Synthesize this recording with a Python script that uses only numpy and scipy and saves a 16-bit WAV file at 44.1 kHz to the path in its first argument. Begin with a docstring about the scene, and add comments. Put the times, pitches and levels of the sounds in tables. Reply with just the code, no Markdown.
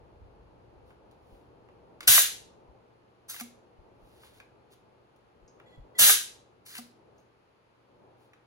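"""Air blaster in a small room

A toy blaster on a compressed-air hose is fired twice: each shot is a hissing jet, shaped noise whose level
follows the air flow, with a thud of recoil as it opens and a ringing pop of the barrel near its end.
When the trigger is let go, the valve vents, sputters and shuts with a hollow ring of decaying tones.
Between shots the plastic is handled (short noises and rings) over a low rush, a rumble and a mains hum."""
import sys
import numpy as np
from scipy import signal
from scipy.fft import rfft, irfft, next_fast_len
from scipy.io import wavfile

SR = 44100
rng = np.random.default_rng(int(sys.argv[2]) if len(sys.argv) > 2 else 0)


def master_out(mix):
    """Clip the mix to full scale and print it as 16-bit PCM to the path in sys.argv[1]."""
    frames = np.transpose(np.atleast_2d(mix))
    ceiling = np.clip(frames, -1, 1)
    pcm = np.round(ceiling * 32767).astype(np.int16)
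    wavfile.write(sys.argv[1], SR, pcm)


N = 373086
TIME = np.arange(N) / SR  # seconds

# Levels in dB are set before the mix. Spectra give only a shape: the noise made from them has rms 1.
# "t60" is the time a sound takes to die away by 60 dB.

# The shots. Each row: valve opens in seconds, rise in seconds, valve shuts in seconds, jet level in dB,
# barrel pops in seconds, pitch factor of the pop.
SHOTS = [(2.071, .0063, 2.201, -16.5, 2.179, .95), (5.979, 0.018, 6.113, -15.5, 6.0949, 1.08)]
# Colour of the jet's hiss. Each row: frequency in Hz, relative level in dB per Hz.
JET_SPECTRUM = [(100, -30.5), (300, -21.5), (600, -15.5), (1000, -15), (1650, -5.5), (2200, -9.5),
                (3000, -3), (3900, -3), (4900, -6.5), (7800, -1.5), (10800, -2), (12300, 2), (14000, -3),
                (15600, -6)]
# The jet sings in the barrel. Each row: frequency in Hz, width in Hz, relative level in dB.
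BARREL_SINGING = [(1526, 70, -6), (3689, 130, -2), (4010, 110, 0.5), (5950, 54, -4), (6140, 50, -4),
                  (6720, 60, -5), (11850, 110, 0)]
# Tones of the barrel's pop, before its pitch factor. Each row: frequency in Hz, relative level in dB, t60 in seconds.
BARREL_TONES = [(697, -10, 0.036), (1126, -0.5, .028), (1210, -0.5, 0.014), (1594, -2, 0.023),
                (1995, 0.5, 0.039), (2650, -7.5, 0.02)]
POP_DB = -15  # level of the pop of a shot
RECOIL_DB, RECOIL_PITCH = -31.5, 1.7  # recoil relative to the jet for a usual rise; its pitch factor

# The trigger is let go. Each row: valve cracks open in seconds, rise in seconds, first spurt in dB,
# hiss in dB, valve seats in seconds, ring level in dB, ring pitch in Hz.
RELEASES = [(3.278, 0.0227, -37, -51, 3.411, -33, 239), (6.648, 0.015, -59.5, -52, 6.786, -35.5, 239.4)]
# The exhaust spits hiss and pops. Each row: start in seconds, spit level in dB, pop level in dB, pitch factor.
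SPUTTERS = [(3.342, -43, -39, 1), (3.363, -44.5, -39.5, 1.32), (3.399, -34, -39, 1.17),
            (3.4085, -37, -38.5, 1.03), (6.7525, -43, -39.5, 1.35), (6.767, -42.5, -38, 1.34),
            (6.7805, -37.5, -45, 1.3)]
# Colour of the venting hiss. Each row: frequency in Hz, relative level in dB per Hz.
VENT_SPECTRUM = [(200, -32.5), (1500, -10.5), (2800, -11), (3900, -2.5), (5000, -6.5), (8200, -3),
                 (10800, -3), (12600, -4), (15600, -4.5)]
# Colour of the throaty part of the exhaust. Each row: frequency in Hz, relative level in dB per Hz.
CHUFF_SPECTRUM = [(200, -26.5), (800, -21), (1250, -1.5), (1800, -1.5), (2700, -3.5), (4200, -1),
                  (7000, -7), (15600, -24)]
# The barely open valve sings. Each row: frequency in Hz, width in Hz, relative level in dB.
VALVE_SINGING = [(1330, 230, -7), (6170, 240, 0), (12560, 400, 0.5)]
# The chamber, a tube closed at one end. 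Each row: multiple of the ring pitch, relative level in dB, t60 in seconds.
CHAMBER_TONES = [(1, -5, 0.31), (3.05, -2, 0.041), (5.1, -4, .04)]
SPURT_T60, SEAT_T60, SPIT_T60 = .1, .03, .025  # seconds: first spurt, flow stopping at the seat, one spit
CHUFF_DB, CHUFF_GROWS_DB = -48.5, 10.5  # throaty part as the valve seats; its growth over the release

# Clicks of trigger and shell. Each row: start in seconds, level in dB, brightness in dB per octave, t60 in seconds.
CLICKS = [(1.112, -65, 1, 0.068), (2.0064, -37, 0.5, .033), (2.0297, -42, -2, 0.045),
          (2.036, -47, 3.5, .034), (4.401, -50.5, -3.5, 0.0403), (5.162, -69, 2, 0.048),
          (8.3338, -57, -4, 0.047)]
# Colour of the plastic shell's clicks. Each row: frequency in Hz, relative level in dB per Hz.
SHELL_SPECTRUM = [(200, -14.5), (700, -9), (1300, -1.5), (2400, 2), (3600, 2.5), (5000, -5.5), (7000, -6.5),
                  (15600, -13)]
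# Duller knocks of the shell in the hands. Each row: start in seconds, level in dB.
KNOCKS = [(.905, -60.5), (1.687, -60.5), (2.0063, -43.5), (4.234, -55), (4.401, -50.5), (5.599, -53),
          (8.3335, -58.5)]
# What a knock rings. Each row: frequency in Hz, width in Hz, relative level in dB.
SHELL_MODES = [(1130, 200, -2), (1591, 240, -3.5), (2220, 560, -6), (3503, 600, -16.5)]
# The trigger spring pings. Each row: start in seconds, level in dB.
PINGS = [(5.478, -63), (7.182, -71)]
# What a ping rings. Each row: frequency in Hz, width in Hz, relative level in dB.
SPRING_MODES = [(6480, 240, 7.5), (5060, 1000, -7)]
# Hands, shirt and hose slide on the shell. Each row: middle in seconds, length in seconds, level in dB.
RUBS = [(.895, .068, -75), (1.335, 0.22, -75.5), (4.185, 0.28, -68.5), (4.255, 0.076, -62.5),
        (4.37, .08, -65.5), (4.729, 0.034, -60.5), (7.2, .06, -77), (8.229, 0.089, -74)]
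# Colour of the sliding and of the leak's hiss. Each row: frequency in Hz, relative level in dB per Hz.
CLOTH_SPECTRUM = [(300, -9.5), (1500, -1.5), (3800, 3), (6000, -5.5), (11000, -3.5), (15600, -7.5)]
# Air seeps past the half-pressed valve. Each row: start in seconds, end in seconds, level in dB.
LEAKS = [(5.656, 5.769, -67.5), (5.948, 5.995, -56.5)]
# Whistling tones of a leak. Each row: middle frequency in Hz, relative level in dB.
WHISTLE_TONES = [(1990, 1.5), (3365, -2), (4156, -13), (7230, -12.5)]
# The body shifts its weight. Each row: start in seconds, level in dB.
BUMPS = [(.205, -51), (.76, -59.5), (1.319, -56), (2.68, -57), (3.785, -57), (4.015, -58.5), (5.409, -62),
         (5.772, -49.5)]
BUMP_PITCH = 0.65  # pitch factor of those bumps
# Colour of thuds (before their pitch factor) and of the rumble. Each row: frequency in Hz, relative level in dB per Hz.
THUD_SPECTRUM = [(15, -33.5), (40, -6), (70, -3), (110, -10), (250, -31), (800, -79.5)]

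# How long the room's echo lasts. Each row: frequency in Hz, t60 in seconds.
ROOM_T60 = [(150, 0.29), (700, 0.23), (1800, 0.39), (5000, 0.4), (9000, 0.34), (15000, 0.21)]
# Likeness of the left and right echo, thuds and background in each band.
# Each row: frequency in Hz, likeness (1 is identical, 0 unrelated).
LIKENESS = [(30, 0.33), (60, 0.68), (130, .65), (400, .45), (1000, .15), (4000, -.1), (10000, 0.97)]
# Extra phase turn between left and right. Each row: frequency in Hz, turn in radians.
PHASE_TURN = [(100, -.2), (900, -1.9), (1550, -3), (2300, -4.85), (3900, -8), (5200, -13), (15000, -12.9)]

# Course of the room's low rush, which the hum partly follows. Each row: time in seconds, relative level in dB.
RUSH_LEVEL = [(0.0, -61.5), (1.51, -62), (2.02, -61), (2.71, -61.5), (3.04, -66.5), (3.27, -67),
              (3.56, -63.5), (4.22, -63), (5.28, -67.5), (5.58, -62), (5.98, -60.5), (6.64, -67),
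              (7.12, -63), (7.35, -69.5), (7.78, -70), (8.06, -61.5), (8.22, -65.5), (8.46, -69.5)]
# Colour of the low rush. Each row: frequency in Hz, relative level in dB per Hz.
RUSH_SPECTRUM = [(30, -30.5), (100, -6), (160, -5.5), (250, -6), (350, -2.5), (470, -1.5), (720, -7.5),
                 (860, -5.5), (1100, -14), (1600, -26.5), (3000, -60.5)]
# Course of the low rumble. Each row: time in seconds, relative level in dB.
RUMBLE_LEVEL = [(0.0, -62.5), (1.91, -72), (2.17, -69), (3.27, -80), (4.19, -70.5), (5.04, -80),
                (5.61, -76), (8.46, -84.5)]
# Colour of the faint hiss. Each row: frequency in Hz, relative level in dB per Hz.
HISS_SPECTRUM = [(500, -16.5), (1200, -1), (1900, -9), (2600, -9.5), (3700, -16), (4300, -15.5),
                 (5500, -22.5), (7900, -29.5), (10700, -28.5), (15800, -41.5)]
# Tones of the mains hum. Each row: frequency in Hz, relative level in dB.
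HUM_TONES = [(119.6, -71.5), (359, -76.5), (479, -81)]
TOP_HZ = 15850  # band limit of the finished sound


def amp(db):
    """Turn decibels into a gain."""
    return 10 ** (np.asarray(db) / 20)


def decay(t, t60):
    """A gain that falls by 60 dB in t60 seconds."""
    return amp(-60 * t / t60)


def unit(x):
    """Scale a sound to rms 1."""
    return x / np.sqrt(np.mean(x ** 2) + 1e-20)


def along(points, hz):
    """Join (Hz, value) points by straight lines on a log frequency axis."""
    f, value = np.transpose(points)
    return np.interp(np.log(hz + 1), np.log(f + 1), value)


def course(points):
    """Join (seconds, value) points by straight lines over the whole scene."""
    return np.interp(TIME, *np.transpose(points))


def filtered(x, response):
    """Multiply the spectrum of x by a response, which may also turn the phase."""
    n = x.shape[-1]
    m = next_fast_len(n + 8192)
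    return irfft(rfft(x, m) * response(np.fft.rfftfreq(m, 1 / SR)), m)[..., :n]


def noise(spectrum, size=N, tilt_db=0):
    """Noise of rms 1 with a given spectrum, tilted by tilt_db per octave above 1 kHz."""
    def response(hz):
        octaves = np.log2(np.maximum(hz, 1000) / 1000)
        return amp(along(spectrum, hz) + tilt_db * octaves)
    return unit(filtered(rng.standard_normal(size), response))


def resonances(modes):
    """The response of a few damped resonances, added with alternating sign."""
    def response(f):
        total = 0
        for k, (center, width, db) in enumerate(modes):
            damping = 1j * f * width
            total = total + (-1) ** k * amp(db) * damping / (center * center - f * f + damping)
        return total
    return response


def singing(modes):
    """Steady noise of rms 1 heard through resonances."""
    return unit(filtered(rng.standard_normal(N), resonances(modes)))


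def wobble(rate):
    """A smooth random curve with rate knots a second."""
    knots = rng.standard_normal(int(N * rate / SR) + 4)
    smooth = signal.resample_poly(knots, 10, 1)
    return np.interp(TIME * rate * 10, np.arange(len(smooth)), smooth)


def add(track, s, sound):
    """Mix a short sound into a track at s seconds."""
    start = max(round(s * SR), 0)
    track[start:start + len(sound)] += sound[:N - start]


def jets(sag_db_per_s=22, shut_t60=0.11, flutter_db=.9, singing_db=-15, crack_db=3, crack_s=.008):
    """The jet overshoots as the valve opens, roars, sags with the pressure and dies as the barrel empties."""
    flow = np.zeros(N)
    for opens, rise, shuts, db, _, _ in SHOTS:
        age = np.maximum(TIME - opens, 0)
        opening = np.minimum(age / rise, 1) ** 2
        overshoot_db = crack_db * np.exp(-(age / (2 * crack_s)) ** 2)
        emptying = decay(np.maximum(TIME - shuts, 0), shut_t60)
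        flow += opening * amp(db + overshoot_db - sag_db_per_s * age) * emptying
    flutter = amp(flutter_db * wobble(130))
    return flow * flutter * (noise(JET_SPECTRUM) + amp(singing_db) * singing(BARREL_SINGING))


def pops(attack_s=.001, bend=.25, bend_s=.002):
    """A slug of air leaves the tube, which rings with a quickly falling pitch: at each shot, fainter at each sputter."""
    out, t = np.zeros(N), TIME[:SR // 8]
    # this clock starts fast and slows to normal, so the pitch falls
    clock = t + bend * bend_s * (1 - np.exp(-t / bend_s))
    events = [(s, POP_DB, pitch) for *_, s, pitch in SHOTS]
    events += [(s, db, pitch) for s, _, db, pitch in SPUTTERS]
    for s, db, pitch in events:
        ring = np.zeros(len(t))
        for hz, level, t60 in BARREL_TONES:
            cycles = hz * pitch * clock + rng.random()
            ring += amp(level) * decay(t, t60) * np.sin(2 * np.pi * cycles)
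        add(out, s, amp(db) * ring * (1 - np.exp(-t / attack_s)))
    return out


def vents(sputter_db=1.2, chuff_sputter_db=3, singing_db=-5):
    """The exhaust starts with a thin, singing spurt, then grows throaty and spits until the valve seats."""
    spurt, hiss, chuff = np.zeros((3, N))
    for opens, rise, spurt_db, hiss_db, seats, _, _ in RELEASES:
        age = np.maximum(TIME - opens, 0)
        flow = np.minimum(age / rise, 1) ** 2 * decay(np.maximum(TIME - seats, 0), SEAT_T60)
        still_to_go = np.clip((seats - TIME) / (seats - opens), 0, 1)
        spurt += flow * amp(spurt_db) * decay(np.maximum(age - rise, 0), SPURT_T60)
        hiss += flow * amp(hiss_db)
        chuff += flow * amp(CHUFF_DB - CHUFF_GROWS_DB * still_to_go)
    for s, db, _, _ in SPUTTERS:
        add(hiss, s, amp(db) * decay(TIME[:SR // 8], SPIT_T60))
    sputter = wobble(220)
    thin_song = amp(singing_db) * spurt * singing(VALVE_SINGING)
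    venting = (spurt + hiss) * amp(sputter_db * sputter) * noise(VENT_SPECTRUM)
    throaty = chuff * unit(amp(chuff_sputter_db * sputter) * noise(CHUFF_SPECTRUM))
    return venting + thin_song + throaty


def chamber(attack_s=0.0033, snap_db=-7, snap_t60=0.015):
    """The valve snaps shut and the air column, closed at one end, rings near odd multiples of its pitch."""
    out, t = np.zeros(N), TIME[:SR // 2]
    for *_, seats, db, hz in RELEASES:
        ring = np.zeros(len(t))
        for multiple, level, t60 in CHAMBER_TONES:
            ring += amp(level) * decay(t, t60) * np.sin(2 * np.pi * multiple * hz * t)
        snap = amp(snap_db) * decay(t, snap_t60) * noise(VENT_SPECTRUM, size=len(t))
        add(out, seats, amp(db) * (ring * (1 - np.exp(-t / attack_s)) + snap))
    return out


def clicks():
    """Dry ticks of the plastic shell: decaying noise, each with its own brightness."""
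    out, t = np.zeros(N), TIME[:SR // 4]
    for s, db, tilt_db, t60 in CLICKS:
        add(out, s, amp(db) * decay(t, t60) * noise(SHELL_SPECTRUM, size=len(t), tilt_db=tilt_db))
    return out


def bursts(rows, modes, t60):
    """Short decaying puffs of noise that ring a set of resonances."""
    out, t = np.zeros(N), TIME[:SR // 4]
    for s, db in rows:
        puff = rng.standard_normal(len(t)) * decay(t, t60)
        ring = filtered(puff, resonances(modes))
        start_rms = np.sqrt(np.mean(ring[:SR // 200] ** 2))  # over the first 5 ms
        add(out, s, amp(db) * ring / start_rms)
    return out


def knocks():
    """Dull knocks: short noise rings the broad resonances of the shell."""
    return bursts(KNOCKS, SHELL_MODES, t60=0.029)


def spring_pings():
    """The trigger spring pings: longer noise rings its high resonances."""
    return bursts(PINGS, SPRING_MODES, t60=0.098)


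def rubs(grain_db=2.0):
    """Each stroke of sliding noise swells and fades, grainy with tiny slips."""
    speed = sum(amp(db) * np.exp(-(2 * (TIME - s) / length) ** 2) for s, length, db in RUBS)
    return speed * unit(amp(grain_db * wobble(400)) * noise(CLOTH_SPECTRUM))


def leaks(edge_s=0.0087, waver=.012, flicker_db=4, hiss_db=-8):
    """Air in a narrow gap whistles, with wavering pitch and flickering level, over a little hiss."""
    flow, tones = np.zeros(N), np.zeros(N)
    for start, end, db in LEAKS:
        flow += amp(db) * np.clip(np.minimum(TIME - start, end - TIME) / edge_s, 0, 1)
    for hz, db in WHISTLE_TONES:
        level = amp(db + flicker_db * wobble(66))
        pitch = hz * (1 + waver * wobble(300))
        tones += level * np.sin(2 * np.pi * np.cumsum(pitch) / SR)
    return flow * (tones + amp(hiss_db) * noise(CLOTH_SPECTRUM, tilt_db=-4.0))


def bumps(swell_s=0.014, usual_rise_s=0.013):
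    """Soft low thuds, drawn anew for each channel; the faster the valve opens, the harder the recoil."""
    out, t = np.zeros((2, N)), TIME[:SR // 4]
    events = []
    for opens, rise, _, db, _, _ in SHOTS:
        harder_db = 20 * np.log10(usual_rise_s / rise)
        events.append((opens + rise, db + RECOIL_DB + harder_db, RECOIL_PITCH))
    events += [(s, db, BUMP_PITCH) for s, db in BUMPS]
    swell = t / swell_s * np.exp(1 - t / swell_s)
    for s, db, pitch in events:
        spectrum = np.multiply(THUD_SPECTRUM, [pitch, 1])
        for channel in out:
            thud = noise(spectrum, size=len(t)) * swell
            start_rms = np.sqrt(np.mean(thud[:SR // 25] ** 2))  # over the first 40 ms
            add(channel, s, amp(db) * thud / start_rms)
    return out


def near_walls(x, echo_db=-15, nearest_s=.003, farthest_s=.014, count=7):
    """Body, desk and wall send early copies that comb the hiss, differently in each channel."""
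    out = np.array([x, x])
    for channel in out:
        # the second half has new delays: the blaster is turned over
        for part in np.array_split(np.arange(N), 2):
            for delay in rng.uniform(nearest_s, farthest_s, count):
                add(channel, part[0] / SR + delay, amp(echo_db) * x[part])
    return out


def room(x, onset_s=.0045, count=3):
    """Echo: noise dying at its own pace in each band; several random tails take turns to even out their colour."""
    out = np.zeros((2, N))
    turn = np.arange(N) // 1500 % count  # the next tail takes over every 1500 samples
    for k in range(count):
        hz, t, bands = signal.stft(rng.standard_normal((2, SR // 2)), SR, nperseg=256)
        dying = decay(t, along(ROOM_T60, hz)[:, None])
        tail = signal.istft(bands * dying, SR, nperseg=256)[1]
        tail = tail * (1 - np.exp(-TIME[:tail.shape[1]] / onset_s))
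        tail = tail / np.linalg.norm(tail[0])
        out += signal.oaconvolve((x * (turn == k))[None], tail, axes=1)[:, :N]
    return out


def blend_channels(pair):
    """Blend two unrelated signals to a set left-right likeness per band."""
    def blend(hz):
        angle = np.arccos(np.clip(along(LIKENESS, hz), -1, 1)) / 2
        return np.array([np.cos(angle), np.sin(angle)])
    mid, side = filtered(pair, blend)
    return np.array([mid + side, mid - side])


def out_of_step(x, lag_s=.00019):
    """Set left and right out of step by a lag and a phase turn per frequency."""
    def response(hz):
        lead = 2 * np.pi * hz * lag_s + along(PHASE_TURN, hz)
        return np.exp(.5j * lead * np.array([[1], [-1]]))
    return filtered(x, response)


def background(rush_db=3, rumble_db=2, hiss_db=-71.0, patchy_db=0.58, lumpy_db=1.5):
    """Two-channel noise: a lumpy rumble and a low rush that drift in level, under a steady faint hiss."""
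    def pair(spectrum):
        return np.array([noise(spectrum), noise(spectrum)])
    rush = amp(course(RUSH_LEVEL) + rush_db + patchy_db * wobble(14)) * pair(RUSH_SPECTRUM)
    rumble = amp(course(RUMBLE_LEVEL) + rumble_db + lumpy_db * wobble(13)) * pair(THUD_SPECTRUM)
    return rush + rumble + amp(hiss_db) * pair(HISS_SPECTRUM)


def hum(level_db=1, unsteady_db=1.5, follows=0.76):
    """Mains hum: slightly unsteady tones that rise and sink with the low rush."""
    drift_db = course(RUSH_LEVEL)
    tones = np.zeros(N)
    for hz, db in HUM_TONES:
        level = amp(db + unsteady_db * wobble(2.8))
        tones += level * np.sin(2 * np.pi * hz * TIME + 0.27 * wobble(5.5))
    return amp(level_db + follows * (drift_db - drift_db.mean())) * tones


def scene(jet_wet_db=-0.5, vent_wet_db=-6, handling_wet_db=-6, ring_wet_db=-14, left_lead_s=.0003):
    """Air and handling, direct and off the walls, over the hum; thuds and background come from the left."""
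    jet, vent = jets(), vents()
    handling = clicks() + knocks() + rubs() + leaks() + spring_pings()
    ring = chamber() + pops()
    to_room = amp(jet_wet_db) * jet + amp(vent_wet_db) * vent
    to_room += amp(handling_wet_db) * handling + amp(ring_wet_db) * ring
    echo = blend_channels(room(to_room))
    blaster = out_of_step(near_walls(jet + vent) + handling + ring + echo)

    def from_left(hz):
        return np.exp(1j * np.pi * hz * left_lead_s * np.array([[1], [-1]]))
    low = filtered(blend_channels(bumps() + background()), from_left)
    # gains in dB: everything is a little louder on the left
    return blaster * amp([[.25], [-.25]]) + (low + hum()) * amp([[.6], [-.6]])


def record(dry):
    """Round off the loudest peaks, then remove everything above the band limit."""
    rounded = dry / (1 + np.abs(dry / .85) ** 6) ** (1 / 6)
    return filtered(rounded, lambda hz: np.clip((TOP_HZ - hz) / 200 + .5, 0, 1))


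dry = scene()
out = record(dry)
master_out(out)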